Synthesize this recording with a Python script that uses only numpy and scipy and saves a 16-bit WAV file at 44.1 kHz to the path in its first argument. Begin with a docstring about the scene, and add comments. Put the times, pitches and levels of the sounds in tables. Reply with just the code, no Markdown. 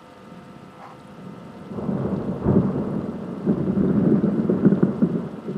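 """Thunder over night rain

Thunder rolls over steady rain, heard through a window by a small camera. Shock fronts from all along
the lightning channel are random clicks and bursts that ring through the pane and room. Rain is shaped noise,
drops tick on the glass as short rings, and something scuffs nearby as clicks in a hollow body. The camera's
motor hums in sine tones as it slowly speeds up, and its electronics whine in bursts of tones and hiss."""
import sys
import numpy as np
from scipy import signal
from scipy.io import wavfile
from scipy.ndimage import uniform_filter1d

SR = 44100
rng = np.random.default_rng(int(sys.argv[2]) if len(sys.argv) > 2 else 0)


def persist_wave(psi):
    """Save psi, clipped to +-1, as 16-bit WAV."""
    counts = np.round(np.clip(psi, -1, 1) * 32767).astype(np.int16)
    wavfile.write(sys.argv[1], SR, np.atleast_2d(counts).T)


N = 245637  # length in samples

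# Tone colour of the rain, used for the wash and the small drops: (pitch_hz, relative_level_db)
RAIN_COLOUR = [(40, -39.5), (70, -35), (92, -16), (110, -9.5), (190, -1), (400, -6.5), (700, -12.5),
               (1300, -13.5), (1700, -17), (2200, -24.5), (2900, -23.5), (5200, -33), (6200, -37),
               (9500, -40), (12500, -46), (15500, -54)]


def amp(db):
    """Turn decibels into an amplitude factor."""
    return 10 ** (np.asarray(db) / 20)


def evened(x):
    """Scale a signal to an average (RMS) strength of 1."""
    return x / np.sqrt(np.mean(x ** 2) + 1e-20)


def read(points, hz):
    """Read a spectrum between its points, on a log-frequency axis."""
    point_hz, value = np.transpose(points)
    return np.interp(np.log(hz + 1), np.log(point_hz + 1), value)


def curve(s, value):
    """Join timed points into a control value for every sample."""
    return np.interp(np.arange(N) / SR, s, value)


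def resonate(x, hz, width):
    """Ring at one fixed pitch with gain 1; a narrower width in Hz rings longer."""
    r = np.exp(-np.pi * width / SR)
    feedback = r * np.exp(2j * np.pi * hz / SR)
    return 2 * signal.lfilter([1 - r], [1, -feedback], x + 0j).real


def causal(points, size=16384):
    """Turn a spectrum into a minimum-phase response, whose energy comes as early as it can."""
    hz = abs(np.fft.fftfreq(size, 1 / SR))
    log_gain = np.log(amp(read(points, hz)))
    response = np.fft.ifft(np.exp(np.conj(signal.hilbert(log_gain)))).real
    return response[:size // 2]


def clicks(per_s, spread_db):
    """Random clicks of either sign; a few are much larger."""
    size = amp(spread_db * np.minimum(rng.exponential(1, N), 5))
    sign = rng.choice([-1., 1.], N)
    return size * sign * (rng.random(N) < per_s / SR)


def thunder():
    """All fronts pass the window; distance and direction shift the balance of its parts."""
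    # The roll under the strong fronts: (start_s, level_db, bass_against_level_db, treble_against_level_db)
    roll_course = [(0, -73, 0, 10), (.3, -40.5, -7.5, -8), (.65, -45, -9, -11), (.95, -48.5, -5, -13),
                   (1.25, -37.5, -11, -2.5), (1.66, -38.5, -6, 1), (1.7, -31, -12, -6),
                   (1.76, -28.5, -6.5, 2.5), (2.05, -23, -7, -1), (2.402, -29.5, -7, 2),
                   (2.47, -17.5, 2.5, 0.5), (2.66, -23, -9.5, -0.5), (2.951, -25.5, -6, 0.5),
                   (3.15, -29.5, -12, -0.5), (3.42, -31.5, -11.5, 1), (3.499, -25, -7, -1),
                   (3.74, -23.5, -4, -4.5), (3.861, -18.5, -7.5, -5), (4.12, -18, -16.5, -6),
                   (4.34, -25.5, -13, -2.5), (4.65, -21, -12.5, -4), (4.9, -28.5, -8, 1),
                   (5.15, -28.5, -9, -1), (5.42, -36, -13, 1.5), (5.57, -29.5, -20, -7.5)]
    s, *columns = np.transpose(roll_course)
    level_db, bass_db, treble_db = (curve(s, db) for db in columns)

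    # the two upper parts follow the treble; growl and crackle do so by their own shares
    upper = amp(-9.5 + treble_db)
    growl = amp(-16.5 + 1.36 * treble_db)
    # these two gain level (dB per second) as the roll moves across the sky
    moved_s = (np.arange(N) - N / 2) / SR
    middle = amp(-10.5 + 1.4 * moved_s)
    crackle = amp(-26 + 0.46 * treble_db + 1.3 * moved_s)

    dense = roll(clump_db=1.0) * amp(level_db)
    body, edge = claps()
    scattered = roll(clump_db=1.05) * amp(level_db)  # short waves come by many more paths
    # sharp fronts set the pane ringing
    rattle = amp(-6.5) * edge + amp(7.5) * resonate(edge, 1460, 74)

    # what drives each part of the window, from deep to bright
    drives = (dense * amp(bass_db) + amp(-12) * body,
              dense + amp(16.5) * body,
              -middle * (dense + amp(18.5) * body),
              upper * (scattered + amp(12.5) * body),
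              growl * scattered + amp(0.5) * edge,
              crackle * scattered + rattle)
    return signal.oaconvolve(np.array(drives), window(), axes=1)[:, :N].sum(0)


def roll(clump_db):
    """Dense fronts arrive in clumps as bends of the channel come into earshot."""
    clumps = uniform_filter1d(uniform_filter1d(rng.standard_normal(N), 500), 500)
    fronts = clicks(per_s=900, spread_db=0.79)
    return evened(fronts * amp(clump_db * evened(clumps)))


def claps():
    """Each strong front brings its own quickly dying swarm of reflections; rows: body, bright edge."""
    # Strong fronts before the window's balance: (start_s, level_db, bright_edge_against_level_db, rise_s)
    strong_fronts = [(1.881, -12, -29, 0.0024), (1.919, -13, -22, 0.0026), (2.049, -12.5, -21, 0.0032),
                     (2.281, -15.5, -22, 0.0033), (2.469, -6, -19, 0.0044), (2.552, 0.5, -17, 0.0055),
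                     (2.624, -13, -27, 0.012), (2.749, -8.5, -25, 0.0033), (2.777, -12.5, -15, 0.0029),
                     (2.907, -23, -10, .003), (2.959, -10, -35, 0.0035), (3.456, -8, -24, 0.0071),
                     (3.483, -2, -7.5, 0.0051), (3.596, -9, -33, .004), (3.671, -6.5, -29, 0.0036),
                     (3.757, -11, -18, .004), (3.828, -2, -25, 0.0054), (3.896, -12, -29, 0.0016),
                     (3.974, -13, -31, .004), (4.06, -2.5, -35.5, 0.0028), (4.118, -0.5, -29, 0.0031),
                     (4.237, -7.5, -30, 0.0014), (4.277, -9, -24, 0.0049), (4.378, -8, -6, 0.0062),
                     (4.49, -1, -11.5, 0.0044), (4.561, -20, -28, 0.0026), (4.648, -0.5, -8, 0.0026),
                     (4.717, -6.5, -9, 0.0022), (4.804, -16.5, -23, .003), (4.824, -3.5, -6.5, 0.00066),
                     (4.877, -13.5, -11, 0.0014), (5.017, -3, -10, 0.0035), (5.09, -15, -30, 0.0097),
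                     (5.137, -12, -17, .004), (5.162, -13, -26, 0.0028), (5.474, -11.5, -30, 0.017)]
    length = 6000  # samples
    decay_s, edge_decay_s = 0.12, 0.073  # time to fall 60 dB; the edge has both fades
    push_db, push_limit_s = 1, .004  # push against the swarm; a slower rise loses its first push
    out, t = np.zeros((2, N + length)), np.arange(length) / SR
    for s, level_db, bright_db, rise in strong_fronts:
        swarm = rng.standard_normal(length) * (rng.random(length) < .1)
        swarm *= amp(-60 * t / decay_s) * (1 - np.exp(-t / rise))
        swarm /= np.linalg.norm(swarm)
        swarm[0] = -amp(push_db) * np.exp(-(rise / push_limit_s) ** 2)
        # the steepest part comes just after the first push
        edge = np.roll(swarm * amp(bright_db - 60 * t / edge_decay_s), 150)
        out[:, round(s * SR):][:, :length] += amp(level_db) * np.array([swarm, edge])
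    return out[:, :N]


def window():
    """How pane and room ring after one front: six parts from deep to bright, each of energy 1."""
    # Tone colour of thunder through window and room: (pitch_hz, relative_level_db)
    pane_colour = [(15, -73), (25, -17.5), (59, -20.5), (92, -15.5), (189, 1.5), (294, -14.5), (336, -15),
                   (369, -11), (473, -12), (511, -16.5), (584, -12.5), (763, -32.5), (1430, -33),
                   (1800, -44.5), (2400, -56.5), (3120, -83), (5280, -120)]
    # Room resonances added to it: (pitch_hz, width_hz, level_db)
    room_resonances = [(89.5, 8, 3), (128, 3.4, -15), (141.7, 10, 1), (189.4, 14, -3), (242, 99, 7),
                       (329.7, 7.8, 2.5)]
    x = causal(pane_colour)
    x = x + sum(amp(db) * resonate(x, hz, width) for hz, width, db in room_resonances)
    bands_hz = ((20, 130), (130, 280), (280, 420), (420, 750), (750, 1150), (1150, 2600))
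    filters = [signal.butter(3, band, "band", fs=SR, output="sos") for band in bands_hz]
    parts = np.array([signal.sosfilt(sos, x) for sos in filters])
    parts *= np.hanning(2 * len(x))[len(x):]  # smooth fade to silence
    return parts / np.linalg.norm(parts, axis=1)[:, None]


def rain():
    """Wash of far drops: random short-time spectra with drifting patches and shared flicker."""
    rain_db = -47
    frames, hz = N // 128 + 5, np.fft.rfftfreq(512, 1 / SR)
    a, b, patches = rng.standard_normal((frames, 257, 3)).T
    # smooth the patches over pitch, then over time
    patches = evened(uniform_filter1d(uniform_filter1d(patches, 8, 0), 16, 1))
    flicker = evened(uniform_filter1d(rng.standard_normal(frames), 6))
    gain_db = read(RAIN_COLOUR, hz)[:, None] + 0.66 * patches + 0.19 * flicker
    spectra = (a + 1j * b) * amp(gain_db)
    wash = signal.istft(spectra, nperseg=512, noverlap=384)[1][:N]
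    return amp(rain_db) * evened(wash)


def drops():
    """Loud drops tick on the glass at set moments, over a random patter of small ones."""
    # The loudest drops, all lowered by 1 dB below: (start_s, level_db, pitch_hz)
    loud_drops = [(0.6459, -51, 3910), (1, -44, 4030), (1.0091, -55, 8250), (1.074, -49, 9700),
                  (1.5404, -54, 3850), (1.6008, -56, 9000), (1.9799, -49, 3700), (2.164, -46, 3920),
                  (2.2204, -50, 4150), (2.5222, -48.5, 4070), (2.9068, -56, 9560), (2.9522, -61, 10000),
                  (3.014, -48, 3990), (3.3094, -60, 9630), (3.3802, -48, 3750), (3.4401, -53, 4160),
                  (3.5019, -60, 9660), (3.881, -47, 3620), (4.1121, -52.5, 8480), (4.1619, -50, 3860),
                  (4.238, -47, 3890), (4.401, -46, 4230), (4.554, -57, 3930), (4.655, -56, 9910),
                  (4.7523, -46, 3500), (4.838, -58, 8000), (5.004, -57, 11200), (5.5103, -55, 4100)]
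    patter_db, patter_per_s = -70.5, 100
    pitches = np.geomspace(2800, 12500, 16)
    patter = 0
    for hz in pitches:
        gain = amp(read(RAIN_COLOUR, hz) + 2.9 * np.log2(hz))  # tilted up by 2.9 dB per octave
        hits = clicks(patter_per_s / len(pitches), 1.0)
        patter = patter + gain * signal.oaconvolve(hits, tick(hz, 6.4, 0.0043))[:N]
    out = amp(patter_db) * evened(patter)
    for s, level_db, hz in loud_drops:
        part = out[round(s * SR):][:1000]
        part += amp(level_db - 1.0) * tick(hz, 2.1, 0.012)[:len(part)]
    return out


def tick(hz, splash, t60):
    """One drop: a brief noisy splash around its pitch and a ring that falls 60 dB in t60 seconds."""
    t = np.arange(1000) / SR
    burst = resonate(rng.standard_normal(1000), hz, 1500) * amp(-60 * t / 0.022)
    ring = amp(-60 * t / t60) * np.sin(2 * np.pi * hz * t)
    soft_start = 1 - np.exp(-t / 0.0004)
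    return (ring + splash * resonate(burst, hz, 2200)) * soft_start


def scuff():
    """A touch and a short rub: uneven slips into a hollow body; each rises, holds and fades."""
    # Resonances of the hollow body: (pitch_hz, width_hz, relative_level_db)
    hollow_body = [(780, 160, 5.5), (960, 330, 5.5), (1600, 180, -11), (2000, 190, -11),
                   (4160, 1700, -18.5)]
    # The touch and the rub: (start_s, hold_s, level_db)
    strokes = [(0.74, .012, -51), (0.828, 0.1, -37.5)]
    rise_db_per_s, sag_db_per_s, fall_db_per_s = 400, 70, 600  # before, during and after the hold
    slips, t = clicks(1500, 1.1), np.arange(N) / SR
    body = 0
    for hz, width, db in hollow_body:
        ringing = resonate(resonate(slips, hz, width), hz, width)
        body = body + amp(db) * ringing / np.sqrt(width)
    stroke = 0
    for s, hold, db in strokes:
        rise = rise_db_per_s * np.maximum(s - t, 0)
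        sag = sag_db_per_s * np.clip(t - s, 0, hold)
        fall = fall_db_per_s * np.maximum(t - s - hold, 0)
        stroke = stroke + amp(db - rise - fall - sag)
    return stroke * evened(body)


def motor():
    """A turning shaft hums at multiples of its slowly rising speed, each wavering a little."""
    # Which multiples of the shaft speed sound: (multiple)
    multiples = (5, 7, 8, 9, 11, 12, 13, 20, 24, 26, 28, 32)
    # How loud each of them is on average: (level_db)
    hum_levels = (-54, -58.5, -76, -59, -84, -59.5, -57.5, -68.5, -79.5, -73.5, -72.5, -79)
    speed_hz, rise_hz_per_s, bend_hz_per_s2 = 101.27, .45, -.019  # rising ever more slowly
    t = np.arange(N) / SR
    turns = np.cumsum(speed_hz + rise_hz_per_s * t + bend_hz_per_s2 * t ** 2) / SR
    hum = 0
    for k, db in zip(multiples, hum_levels):
        waver = evened(uniform_filter1d(uniform_filter1d(rng.standard_normal(N), 4000), 4000))
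        tone = np.sin(2 * np.pi * (k * turns + rng.random()))
        hum = hum + np.sqrt(2) * amp(db + 0.9 * waver) * tone
    return hum


def whine():
    """Thin tones and a faint fizz switch on for part of every sensor readout, each time a little different."""
    # Pitches of the thin tones: (pitch_hz)
    tone_pitches = (8000, 10605, 11049, 12951, 15249)
    # Their levels before the switching: (level_db)
    tone_levels = (-78.5, -93.5, -86, -90, -86)
    # Tone colour of the hiss that comes with the whine: (pitch_hz, relative_level_db)
    fizz_colour = [(4000, -30.5), (7000, -0.5), (9500, -1), (12000, -6.5), (15500, -18)]
    readouts_per_s, on_share, fizz_db = 14.985, .43, -78.5  # fizz level before the switching
    t = np.arange(N) / SR
    readouts = t * readouts_per_s + .45
    load = amp(1.5 * rng.standard_normal(100))[readouts.astype(int)]
    busy = uniform_filter1d(load * (readouts % 1 < on_share), 300)  # softened switching
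    hiss = signal.oaconvolve(rng.standard_normal(N), causal(fizz_colour))[:N]
    fizz = amp(fizz_db) * evened(hiss)
    tones = sum(np.sqrt(2) * amp(db) * np.sin(2 * np.pi * hz * t)
                for hz, db in zip(tone_pitches, tone_levels))
    return busy * (fizz + tones)


def scene():
    """Add all sources into one channel."""
    return (thunder() + rain() + drops() + scuff() + motor() + whine())[None]


def record(dry):
    """The small microphone drops the lowest bass; then a steep filter cuts the highest treble."""
    bass_limit_hz, treble_limit_hz = 44, 15640
    heard = signal.sosfilt(signal.butter(2, bass_limit_hz, "high", fs=SR, output="sos"), dry)
    # mirrored ends keep the length the same after the filter
    heard = np.pad(heard, ((0, 0), (255, 255)), "reflect", reflect_type="odd")
    treble_cut = signal.firwin(511, treble_limit_hz, window=("kaiser", 9), fs=SR)
    return signal.oaconvolve(heard, treble_cut[None], "valid")


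dry = scene()
out = record(dry)
persist_wave(out)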